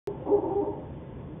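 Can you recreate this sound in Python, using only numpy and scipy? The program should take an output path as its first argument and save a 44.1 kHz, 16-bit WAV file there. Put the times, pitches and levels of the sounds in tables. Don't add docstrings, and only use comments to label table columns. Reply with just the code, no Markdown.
import sys
import numpy as np
from scipy import signal
from scipy.io import wavfile
from scipy.ndimage import uniform_filter1d

SR = 44100
rng = np.random.default_rng(int(sys.argv[2]) if len(sys.argv) > 2 else 0)


def natural_amplitude(level_db):
    exponent = np.asarray(level_db, float) / 20
    return 10 ** exponent


def generate_wav(sig):
    pcm = np.round(np.clip(np.atleast_2d(sig).T, -1, 1) * 32767).astype(np.int16)
    wavfile.write(sys.argv[1], SR, pcm)


N = 61739

# centre_hz, level_db
NIGHT_SPECTRUM = [(25, -25), (120, -1), (480, -10.5), (660, -21), (1000, -26.5), (1200, -37), (2200, -59),
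                  (3600, -63.5)]
# centre_hz, width_hz, level_db
BOX_RINGS = [(62, 16, -8), (86, 16, -8), (133, 20, -3.5), (165, 25, -11), (430, 40, -15), (545, 35, -15),
             (885, 70, -22), (1005, 50, -26)]
# pitch_hz, level_db
CIRCUIT_WHINES = [(1023, -72), (1082, -72), (1346, -79), (1427, -82), (1583, -83), (1656, -77), (1750, -83),
                  (2000, -79), (2428, -89), (2740, -90), (2834, -90), (2918, -85), (3085, -89), (3262, -89)]
# centre_hz, width_hz, level_db
RASP_RESONANCES = [(310, 70, -2), (385, 50, -3), (523, 35, -2), (600, 45, -7), (740, 90, -10),
                   (810, 50, -11), (890, 80, -5), (1050, 150, -17)]
# time_s, rasp_level_db
BREATH_EFFORT = [(0.071, -36.5), (.14, -47), (0.254, -44.5), (0.264, -31.5), (.31, -31.5), (.34, -34),
                 (.39, -35), (.49, -36), (.53, -37.5), (.6, -49.5), (0.641, -30.5), (.7, -43), (.8, -43),
                 (.95, -54.5)]
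# start_s, length_s, pitch_hz, level_db, overtones_db
HOOT_NOTES = [(0.062, 0.031, 396, -25.5, -8), (0.27, .04, 287, -42.5, 7), (0.286, .03, 305, -32.5, -8.5),
              (0.31, 0.052, 409, -18.5, -4.5), (0.368, 0.029, 405, -37.5, 15.5),
              (0.373, 0.029, 330, -31, -3), (0.424, 0.037, 385, -33, -7), (0.437, .03, 295, -33.5, -2),
              (0.463, 0.046, 326, -31, -4.5), (0.5, 0.056, 391, -27, 4.5), (0.549, 0.063, 402, -24.5, 1.5),
              (0.602, .045, 303, -33, -2), (0.631, 0.029, 389, -30.5, -14), (0.661, .05, 302, -39, 2),
              (0.669, .03, 421, -31, -1), (.715, .035, 424, -37, 5), (0.757, .05, 380.3, -45, -7),
              (1.285, .07, 300.8, -43, -28)]
LOW_NOTE_PARTIALS = [0, -7, -5, -32]
HIGH_NOTE_PARTIALS = [-2, -13.5, -40.5, -58]


def unit(x):
    return x / np.sqrt(np.mean(x ** 2))


def noise_band(hz, width_hz, order=1):
    edges = np.clip([hz - width_hz / 2, hz + width_hz / 2], 5, SR / 2.2)
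    sos = signal.butter(order, edges, "bandpass", fs=SR, output="sos")
    return signal.sosfilt(sos, rng.standard_normal(N))


def walk(per_s):
    hold = max(int(SR / per_s), 2)
    steps = np.repeat(rng.standard_normal(400), hold)[:N]
    return unit(uniform_filter1d(uniform_filter1d(steps, hold), hold))


def night():
    swell_db, flicker_db, ring_flicker_db = 0.6, 1.5, 1.2
    hz, db = np.array(NIGHT_SPECTRUM).T
    swell = walk(3)
    air = np.zeros(N)
    for f in 25 * 2 ** (np.arange(23) / 3):
        level_db = np.interp(np.log(f), np.log(hz), db)
        level_db = level_db + swell_db * swell * (f < 1200)
        level_db = level_db + flicker_db * walk(29) * (f < 1300)
        air += natural_amplitude(level_db) * noise_band(f, f / 4, order=2)
    ring = np.zeros(N)
    for f, width_hz, db in BOX_RINGS:
        ring += natural_amplitude(db + ring_flicker_db * walk(14)) * unit(noise_band(f, width_hz))
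    return natural_amplitude(-41) * unit(unit(air) + ring)


def circuit():
    mains_hz, mains_db, db_per_khz = 60, -91.5, -4.5
    even_db, scatter_db = -8, 1.5
    harmonic = np.arange(21, 61)
    harmonic_hz = harmonic * mains_hz
    harmonic_db = mains_db + db_per_khz * harmonic_hz / 1e3 + even_db * (harmonic % 2 == 0)
    harmonic_db = harmonic_db + scatter_db * rng.standard_normal(len(harmonic))
    hz, db = np.hstack([[harmonic_hz, harmonic_db], np.array(CIRCUIT_WHINES).T])
    turns = hz[:, None] * np.arange(N) / SR + rng.random((len(hz), 1))
    return np.sqrt(2) * natural_amplitude(db) @ np.sin(2 * np.pi * turns)


def wood(voice):
    t60_s, gap_s, dull_above_hz, echo_db = 0.56, 0.014, 1240, -19
    t = np.arange(N) / SR
    tail = rng.standard_normal(N) * natural_amplitude(-60 * t / t60_s) * (t > gap_s)
    tail = signal.sosfilt(signal.butter(2, dull_above_hz, fs=SR, output="sos"), tail)
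    tail = tail / np.sqrt(np.sum(tail ** 2))
    return natural_amplitude(echo_db) * signal.fftconvolve(voice, tail)[:N]


def breath():
    rasp = np.zeros(N)
    for f, width_hz, db in RASP_RESONANCES:
        rasp += natural_amplitude(db + 0.7 * walk(27)) * unit(noise_band(f, width_hz, order=2))
    time_s, effort_db = np.array(BREATH_EFFORT).T
    return natural_amplitude(np.interp(np.arange(N) / SR, time_s, effort_db)) * unit(rasp)


def note(start_s, length_s, pitch_hz, level_db, overtones_db):
    low_hz, high_hz = 301.4, 401.8
    hoarse_low, hoarse_high = 0.5, 0.08
    rise_per_s, jitter, shimmer_db, wobble_per_s = 0.9, 0.02, 2.5, 50
    attack_s = 0.32 * length_s
    t = np.arange(N) / SR - start_s
    high = np.clip((pitch_hz - low_hz) / (high_hz - low_hz), 0, 1)
    hoarse = hoarse_low + high * (hoarse_high - hoarse_low)
    to_edge_s = np.minimum(t, length_s - t)
    envelope = np.sin(np.pi / 2 * np.clip(to_edge_s / attack_s, 0, 1))
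    rise = rise_per_s * (1 - high) * np.clip(t - length_s / 2, -length_s, length_s)
    pitch = pitch_hz * (1 + rise + jitter * hoarse * walk(wobble_per_s))
    phase = 2 * np.pi * np.cumsum(pitch) / SR
    tone = np.zeros(N)
    for k, (low_db, high_db) in enumerate(zip(LOW_NOTE_PARTIALS, HIGH_NOTE_PARTIALS)):
        partial_db = low_db + high * (high_db - low_db) + overtones_db * (k > 0)
        shimmer = shimmer_db * hoarse * walk(wobble_per_s)
        tone += natural_amplitude(partial_db + shimmer) * np.sin((k + 1) * phase)
    return np.sqrt(2) * natural_amplitude(level_db) * envelope * tone


def owl():
    return sum(note(*row) for row in HOOT_NOTES) + breath()


def scene():
    voice = owl()
    return (night() + circuit() + wood(voice) + voice)[None]


def roll_off(x):
    return signal.sosfilt(signal.butter(12, 16340, fs=SR, output="sos"), x)


def record(dry):
    top_hz, switch_on_s, fade_in_s = 3560, 0.0732, 0.0013
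    pop_db, pop_decay_s, pop_rise_s = -23, 0.0003, 0.00002
    heard = signal.sosfilt(signal.ellip(9, 0.5, 75, top_hz, fs=SR, output="sos"), dry)
    since = np.arange(N) / SR - switch_on_s
    pop = np.exp(-np.abs(since) / pop_decay_s) - np.exp(-np.abs(since) / pop_rise_s)
    mix = heard * np.clip(since / fade_in_s, 0, 1) + natural_amplitude(pop_db) * pop
    mix = (since >= 0) * mix
    return roll_off(mix)


dry = scene()
out = record(dry)
generate_wav(out)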